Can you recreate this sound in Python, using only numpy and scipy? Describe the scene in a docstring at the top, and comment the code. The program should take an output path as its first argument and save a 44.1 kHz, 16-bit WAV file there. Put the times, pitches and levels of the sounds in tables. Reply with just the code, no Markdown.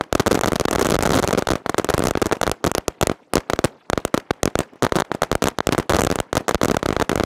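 """Over faint steady far noise a long string of firecrackers goes off in an open stubble field, singly and in salvos.
Each blast overloads a microphone: it jumps to its upper stop, slams to its lower stop and swings back.
Stubble, bushes and far trees scatter each bang as decaying patchy noise; a bank returns a short mid-pitched slap.
Soft muffled blasts and faint random pops come between: a rounded push, then a longer pull.
Gain control sinks while the bangs come thick."""
import sys
import numpy as np
from scipy import signal
from scipy.fft import rfft, irfft
from scipy.io import wavfile
from scipy.ndimage import uniform_filter1d

SR = 44100
rng = np.random.default_rng(int(sys.argv[2]) if len(sys.argv) > 2 else 0)


def pcm_store(signal):
    """Save signal as 16-bit PCM."""
    levels = np.round(np.clip(np.atleast_2d(signal), -1, 1) * 32767)
    wavfile.write(sys.argv[1], SR, levels.astype(np.int16).T)


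N = 319720

# far echo spectrum: f/Hz, relative level/dB
FAR_SPECTRUM = [(40, -11), (260, -0.5), (900, -8), (2800, -23.5), (8500, -40.5), (16000, -52)]
# near scatter spectrum: f/Hz, relative level/dB
GROUND_SPECTRUM = [(100, 4), (500, 4), (1600, -6.5), (3900, -18.5), (7800, -20.5), (15000, -27.5)]
# single overloading blasts: t/s, swing back/share of travel 0-1, crack sharpness/dB
SINGLE_BLASTS = [(0.0106, 0.06, -32), (0.1273, 0.97, -12), (0.2631, 0.06, -15), (0.3293, 0.7, -14),
                 (0.3455, 0.83, -13), (0.3916, 0, -15), (0.4116, 0.3, -7), (0.4442, 0.05, -20),
                 (0.4594, 0.85, -11), (0.5984, 0.84, -9), (0.684, 0.5, -28), (0.711, 0.5, -7),
                 (0.7838, 0.47, -29), (0.848, 0.22, -11), (0.8689, 0.8, -7), (0.8888, 0.66, -22),
                 (0.9008, 0.08, -9), (0.9068, 0.66, -9), (0.9899, 0.94, -12), (1.0081, 0.15, -20),
                 (1.0257, 0.8, -2), (1.1783, 0.05, -17), (1.2761, 0.8, 1), (1.309, 0.09, -16),
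                 (1.3496, 1, -28), (1.4235, 0.74, -21), (1.5345, 1, -17), (1.5553, 0.6, -24),
                 (1.6621, 0.07, -35), (1.745, 0.05, -31), (1.7973, 0.8, -25), (1.8457, 0.5, -11),
                 (1.8897, 0.73, -21), (1.98, 0.93, -10), (1.9935, 0.7, -11), (2.004, 0.85, -50),
                 (2.0231, 0.56, -22), (2.039, 0.87, -10), (2.0712, 0.97, -7), (2.0846, 0.3, -11),
                 (2.11, 0.95, -12), (2.1535, 1, -32), (2.1737, 0.4, -21), (2.314, 0.05, -34),
                 (2.496, 0.03, -18), (2.5158, 0.64, -5), (2.676, 0.35, -15), (2.7161, 0.02, -10.5),
                 (2.7506, 0.43, -5), (2.7816, 0.93, -7), (2.8817, 0.87, -8), (3.0127, 0.07, -7.5),
                 (3.0712, 0.9, 1), (3.097, 0.93, -23.5), (3.3364, 0.53, -8.5), (3.3555, 0.4, -4),
                 (3.3696, 0.97, -22), (3.3805, 0.09, -20), (3.5, 0.27, -19.5), (3.5346, 0.97, -16),
                 (3.5906, 0.85, -18.5), (3.6475, 1, -2), (3.6539, 0.23, -24), (3.9004, 0.04, -14),
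                 (3.9327, 1, -21), (3.9767, 0.86, -21), (4.0513, .8, -10), (4.177, 0.6, -15.5),
                 (4.3079, 0.87, -27), (4.3105, 0.01, -20), (4.432, 1, -2), (4.456, 0.97, -7),
                 (4.4766, 0.65, -26), (4.555, 1, -19), (4.5899, 0.8, -6.5), (4.6047, 0.25, -25),
                 (4.8395, 0.7, -26), (4.867, 0.06, -30), (4.9224, 0.83, -22), (4.987, 0.1, -29),
                 (5.0215, 0.03, -28), (5.117, 0.08, -34), (5.2333, 0.25, -26), (5.3535, 1.0, -11.5),
                 (5.4407, 0.95, -4), (5.457, 0.38, -22), (5.485, 0.34, -8), (5.5872, 0, -15),
                 (5.6057, 0.03, -28), (5.6706, 1, -3), (5.6908, 0.98, -24), (5.7488, 0.07, -35),
                 (5.799, 0.22, -26), (5.957, 0.09, -25), (5.9663, 0.3, -10), (6.0082, 0.05, -9),
                 (6.0186, 1, -7), (6.0362, 1, -8), (6.049, 0.8, -8), (6.125, 0.46, -22), (6.1576, .6, -9),
                 (6.1883, 0, -23), (6.2022, 1, -5.5), (6.33, 0.73, -17), (6.354, 0.14, -13.5),
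                 (6.4825, 0.29, -12.5), (6.511, 0.08, -23), (6.546, 0.96, -12), (6.5548, 0, -25),
                 (6.6151, 0.51, -19), (6.6837, 0.66, -13), (6.699, 0.97, -30), (6.7448, 0.54, -33),
                 (6.8296, 0.73, -22.5), (6.858, .2, -45), (6.8612, .9, -14), (6.8886, 0.95, -16),
                 (6.906, 0.88, -26), (6.927, 0.12, -25), (6.9659, 0.96, -24.5), (6.9988, 0.09, -25),
                 (7.0127, 0.35, -31), (7.0959, 0.65, -26), (7.1162, 0.74, -22), (7.1294, 0.65, -48),
                 (7.157, 1, -12), (7.1765, 0.14, -31), (7.199, 0.98, -20), (7.2081, 0.79, -35),
                 (7.2364, 1, -15)]
# quick salvos of neighbouring crackers: start t/s, length/ms, swing back after first blast/0-1,
# swing back after last/0-1, then any crackers in between/ms after start
CRACKER_SALVOS = [(0.1516, 3.14, 0.82, .9), (0.1974, 7.8, .1, .3, 3.2), (0.2696, 9.2, 0.8, 0.94, 4.1),
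                  (0.3113, 8.3, 0.7, 0.98, 2.5, 4.6), (0.3524, 2.95, 0.85, 0.4), (0.4353, 1.4, .6, .04),
                  (0.4748, 10, .3, .4, 6), (0.5203, 12.1, .94, .98), (0.5573, 4.5, .3, 0.06),
                  (0.6104, 1.85, 0.9, 0.7), (0.6532, 2.7, .95, 0.03), (0.7294, 3.4, .3, 0.6),
                  (0.7519, 7.1, .09, 1), (0.7943, 2.4, 0.6, 0.2), (0.8123, 4.9, .3, .8, 2.8),
                  (0.8252, 2.7, 0.7, 0.43), (0.8562, 3.63, 0.7, .3), (0.9194, 5.0, 1, 0.93),
                  (0.9397, 6.26, .2, 0.06, 4), (0.9548, 10.2, 1, .03), (1.0331, 2.2, 0.2, 0.2),
                  (1.0543, 9.3, 0.83, .09, 3.5, 4.8), (1.0745, 18.7, .98, .97), (1.105, 2.2, .3, 0.96),
                  (1.1186, 4.4, .6, 0.07), (1.1338, 3, 0.2, 0.06), (1.1433, 1.3, .3, 0.9),
                  (1.1521, 11.4, 0.2, 0.87, 3.6, 7.6), (1.171, 3.9, 0.2, 1),
                  (1.188, 11, .3, 0.97, 2.8, 5.3, 7.2), (1.2264, 5.1, 0, 0.02), (1.24, 5.3, 0.93, 0.2),
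                  (1.2864, 5.1, 0.64, 0.1), (1.329, 6.3, .75, 0.97, 1.8),
                  (1.3763, 14.9, 0.77, .6, 4.2, 7.9, 10), (1.4714, 1.4, 0.4, 0), (1.4879, 2.1, 0.4, 0),
                  (1.5045, 3.24, 0.79, 0.75), (1.514, 5.84, 0, 0.89), (1.6951, 2.8, 0.47, 0.06),
                  (1.782, 5.3, .7, 0.65, 2.4), (1.8998, 3.9, 0.14, 0.3), (1.9399, 5.3, 1, 0.09),
                  (2.053, 4.4, 0.56, 0.07), (2.2175, 8.7, .8, 1, 3.8, 6.3), (2.2584, 9.3, .67, .07),
                  (2.3237, 5.2, 0.77, .4, 3), (2.414, 1.42, 0.8, 0), (2.431, 4.2, 0.07, .4),
                  (2.4676, 9.4, .05, .96), (2.6424, 7.4, .66, .9), (2.6643, 5.5, 0.4, 0.84),
                  (3.0273, 5.3, 1, 0.3), (3.6421, 3.64, 0.82, 0.8), (4.1423, 3.7, 0.92, 0.7),
                  (4.8244, 7.1, 0.66, 0.74), (4.847, 3.3, 0, 0.06), (4.9564, 11.2, 0.8, .3, 5.8),
                  (5.001, 5.07, 0, 0.05), (5.2203, 1.55, .95, 0.03), (5.3159, 12.3, .84, .07),
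                  (5.4223, 4.4, 0.65, 0.47), (5.4706, 4.38, 0.08, 0.02), (5.7242, 7.2, .52, .4),
                  (5.7809, 5.96, 0.8, 0.92), (5.8959, 11.4, .15, .1, 6), (5.9226, 13.1, 0, .93),
                  (5.945, 3.2, 0.33, 1), (5.9874, 10.2, .15, 0.05, 6), (6.0677, 3.7, 0, .96),
                  (6.1022, 12.2, .9, .97), (6.3694, 8, .9, 0.4, 1.4), (6.4919, 1.83, 0.34, 0.24),
                  (6.6319, 3.55, 1, .2), (6.648, 8.4, .63, 1), (6.712, 4.67, 0.87, .95), (6.768, 1.4, 1, 1),
                  (7.0196, 4.4, 0.39, 1.0), (7.0944, 1.2, 0, .5, .6)]
# crackers muffled by smoke and stubble, too soft to reach the stops: t/s, peak level/dB
MUFFLED_BLASTS = [(0.3753, -2.5), (2.3689, -15), (3.1161, -3.5), (4.735, -29), (4.758, -28.5), (5.1493, -6),
                  (5.7111, -19), (6.4075, -12)]

REST = 0.16  # idle position; lower stop 0, upper stop 1
FIRST_CRACK_DB, LATER_CRACK_DB = -15, -16  # smoke dulls the later crackers of a salvo
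CRACK_SPREAD_DB = 4.0  # crackers differ in sharpness, +-
INNER_BACK, INNER_SPREAD = .75, .25  # swing back of crackers inside a salvo, and its stray
DIP_S, DIP_WIDTH_S, DIP_DEPTH = 0.00342, 0.00035, 0.28  # ground bounce suction; greatest depth
FLIP_HALF_WIDTH_S, FLIP_AT_S = .000022, np.array([-.00011, .00009, .0003])  # moments re slam, before stray
SLAP_DELAY_S, SLAP_SPREAD_S = 0.027, 0.002  # bank a few metres off
SLAP_HZ, SLAP_WIDTH_HZ, SLAP_DB = 1050, 790, -37
CEILING, EDGE_HZ = .97, 16500


def gain_of(db):
    """Amplitude factor of a level in dB."""
    return 10 ** (np.asarray(db) / 20)


def evened(x):
    """Scales x to rms 1."""
    return x / np.sqrt(np.mean(x ** 2) + 1e-20)


def fade(x, seconds):
    """Every impulse in x decays exponentially with this time constant."""
    return signal.lfilter([1], [1, -np.exp(-1 / (seconds * SR))], x)


def coloured(x, points):
    """Gives x the spectrum drawn by points, at rms 1."""
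    f, db = np.transpose(points)
    hz = np.fft.rfftfreq(N, 1 / SR)
    level_db = np.interp(np.log(hz + 1), np.log(f), db)
    return evened(irfft(rfft(x) * gain_of(level_db), N))


def lumpy(lump_db, frames):
    """Noise in patches of time and pitch, as separate small echoes of different colour make it."""
    re, im, lumps = rng.standard_normal((N // 32 + 4, 65, 3)).T
    lumps = uniform_filter1d(lumps, max(round(frames), 1), axis=1)
    lumps = evened(uniform_filter1d(lumps, size=5, axis=0))
    spectrum = (re + 1j * im) * gain_of(lump_db * lumps)
    return signal.istft(spectrum, nperseg=128, noverlap=96)[1][:N]


def crackers():
    """All overloading blasts in order (s, swing back, crack dB), the salvos spread out into crackers."""
    blasts = [tuple(row) for row in SINGLE_BLASTS]
    strays = rng.uniform(-1, 1, (len(CRACKER_SALVOS), 2, 5))
    for (s, ms, first, last, *inner), (swing, sharp) in zip(CRACKER_SALVOS, strays):
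        at = s + np.array([0, *inner, ms]) / 1000
        k = np.arange(len(at))
        inner_backs = INNER_BACK + INNER_SPREAD * swing[:len(inner)]
        backs = np.clip([first, *inner_backs, last], 0, 1)
        crack_db = np.where(k > 0, LATER_CRACK_DB, FIRST_CRACK_DB) + CRACK_SPREAD_DB * sharp[k]
        blasts += zip(at, backs, crack_db)
    return sorted(blasts)


def scatter(blasts):
    """Bangs return from stubble at once, bushes soon after, far trees for long, over a steady far floor."""
    power = np.zeros(N)
    for s, *_ in blasts:
        power[round(s * SR)] = gain_of(3.6 * rng.standard_normal())  # true power differs, though all overload
    for s, db in MUFFLED_BLASTS:
        power[round(s * SR)] = gain_of(2 * db)  # amplitude dB to power
    stubble = coloured(lumpy(4.65, 2.2), GROUND_SPECTRUM)
    bushes = evened(fade(coloured(lumpy(4.1, 4.1), GROUND_SPECTRUM), .00004))  # duller
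    trees = coloured(lumpy(4.7, 18.0), FAR_SPECTRUM)
    near = gain_of(-11.5) * np.sqrt(fade(power, 0.0016)) * stubble
    middle = gain_of(-30.5) * np.sqrt(fade(power, 0.013)) * bushes
    far = gain_of(-55.5) * np.sqrt(3 + fade(power, 0.11)) * trees  # 3: steady floor
    return near + middle + far


def diaphragm(blasts):
    """Position of the overloaded microphone between its stops, and how freely it follows soft sound."""
    place, free = np.full(N, REST), np.ones(N)
    chance = rng.random((len(blasts), 2))
    moments = FLIP_AT_S * (.6 + .9 * rng.random((len(blasts), len(FLIP_AT_S))))
    lead = 88  # samples ahead of the slam
    for (s, back, crack_db), (pin, tug), flip_s in zip(blasts, chance, moments):
        start = round(s * SR)
        span = slice(start - lead, start + SR // 4)
        before = place[span]
        u = (np.arange(len(before)) - lead) / SR  # s after the slam

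        edge_s = .000028 * gain_of(-.47 * min(crack_db + 21, 0))  # a dull blast has slower edges
        top = max(1 - 0.44 * max(before[60] - REST, 0), before[60])  # still displaced: less room above
        front = .5 + .5 * np.tanh((u + 0.00038) / edge_s)
        creep = np.exp(np.minimum(u, 0) / 0.00083)
        rise = np.clip(0.82 * front + 0.16 * creep, 0, 1)
        slam = .5 - .5 * np.tanh(u / edge_s)

        since = np.maximum(u - .00092 - 0.00019 * pin, 0)  # suction behind the blast pins it down first
        release = 1 - np.exp(-since / (.00008 + 0.0006 * (1 - back)))
        swing = (REST + (back - REST) * np.exp(-since / 0.042)) * release
        new = (before + (top - before) * rise) * slam + swing
        dip = np.exp(-((u - DIP_S) / DIP_WIDTH_S) ** 2)
        new -= DIP_DEPTH * tug ** 2 * (1 - back ** 10) * dip

        # sharp blasts flip it briefly to the other stop: before the slam, sharper ones again after it
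        height = np.clip(4.5 * gain_of(crack_db) - np.array([.2, .7, 2.2]), 0, 1.6)
        flips = np.sign(flip_s) * height
        new += flips @ np.exp(-((u - flip_s[:, None]) / FLIP_HALF_WIDTH_S) ** 2)
        place[span] = np.clip(new, 0, 1)

        # nearly deaf for a while if left at the lower stop; hard of hearing near the upper
        deaf = 1 - np.clip(1.5 - 16 * back, 0, .95) * np.exp(-np.maximum(since - .015, 0) / 0.028)
        hard = 1 - np.clip(0.99 * back ** 3, 0, 1) * np.exp(-since / 0.019)
        free[span] = np.where(u < 0, free[span], deaf * hard * (since > 0))
    return place - REST, free


def slaps(blasts):
    """One short ragged bank echo per blast, band-passed noise, some much stronger than others."""
    late, size = rng.uniform(-1.29, 1, (len(blasts), 2)).T
    at = np.array(blasts)[:, 0] + SLAP_DELAY_S + SLAP_SPREAD_S * late
    power = np.zeros(N)
    power[(at * SR).astype(int).clip(0, N - 1)] = gain_of(15 * size)
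    t = np.arange(-400, 401) / SR
    bump = np.exp(-(t / SLAP_SPREAD_S) ** 2)
    shape = np.sqrt(abs(signal.oaconvolve(power, bump, "same")))
    band = signal.iirpeak(SLAP_HZ, SLAP_HZ / SLAP_WIDTH_HZ, fs=SR)
    noise = signal.lfilter(*band, rng.standard_normal(N))
    return gain_of(SLAP_DB) * shape * evened(noise)


def muffled(blasts):
    """Soft blasts, a rounded push and a longer pull; faint ones pop at random in the wake of loud bangs."""
    u = np.arange(400) / SR / 0.00041
    blast = u ** 2 * np.exp(-u) * (1 - u / 3.6)
    bangs = np.zeros(N)
    bangs[[round(row[0] * SR) for row in blasts]] = 1
    pops = rng.random(N) < 14 / SR * fade(bangs, .018)  # 14 pops/s right after a lone bang
    sizes = pops * gain_of(-33 + 2.3 * rng.exponential(1, N).clip(0, 2.2))
    for s, db in MUFFLED_BLASTS:
        sizes[round(s * SR) - 40] = gain_of(db)
    return signal.oaconvolve(sizes, blast / blast.max())[:N]


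def scene():
    """Diaphragm travel and muffled blasts, plus echoes as far as the microphone is free to follow them."""
    blasts = crackers()
    place, free = diaphragm(blasts)
    echoes = scatter(blasts) + slaps(blasts)
    return (gain_of(0.5) * place + muffled(blasts) + free * echoes)[None]


def record(dry):
    """Two bass cuts bend flat stops into slopes; gain control follows recent power; treble rolls off; peaks clip."""
    x = signal.lfilter(*signal.butter(N=1, Wn=200, btype="high", fs=SR), dry)
    x = signal.lfilter(*signal.butter(N=2, Wn=45, btype="high", fs=SR), x)
    power_db = 10 * np.log10(fade(x[0] ** 2, 0.18) / (.15 * SR) + 1e-12)
    x = x / gain_of(.5 * np.maximum(power_db + 21.5, 0))  # 2:1 above -21.5 dB
    treble_hz = [0, 6000, 10000, 15000, 15600, SR / 2]
    treble = gain_of([0.0, -.3, -1.6, -4, -10.5, -28])
    x = signal.oaconvolve(x, signal.firwin2(127, treble_hz, treble, fs=SR)[None], "same")
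    x = np.clip(x, -CEILING, CEILING)
    lowpass = signal.firwin(255, EDGE_HZ, window=("kaiser", 9), fs=SR)
    return signal.oaconvolve(x, lowpass[None], "same")


dry = scene()
out = record(dry)
pcm_store(out)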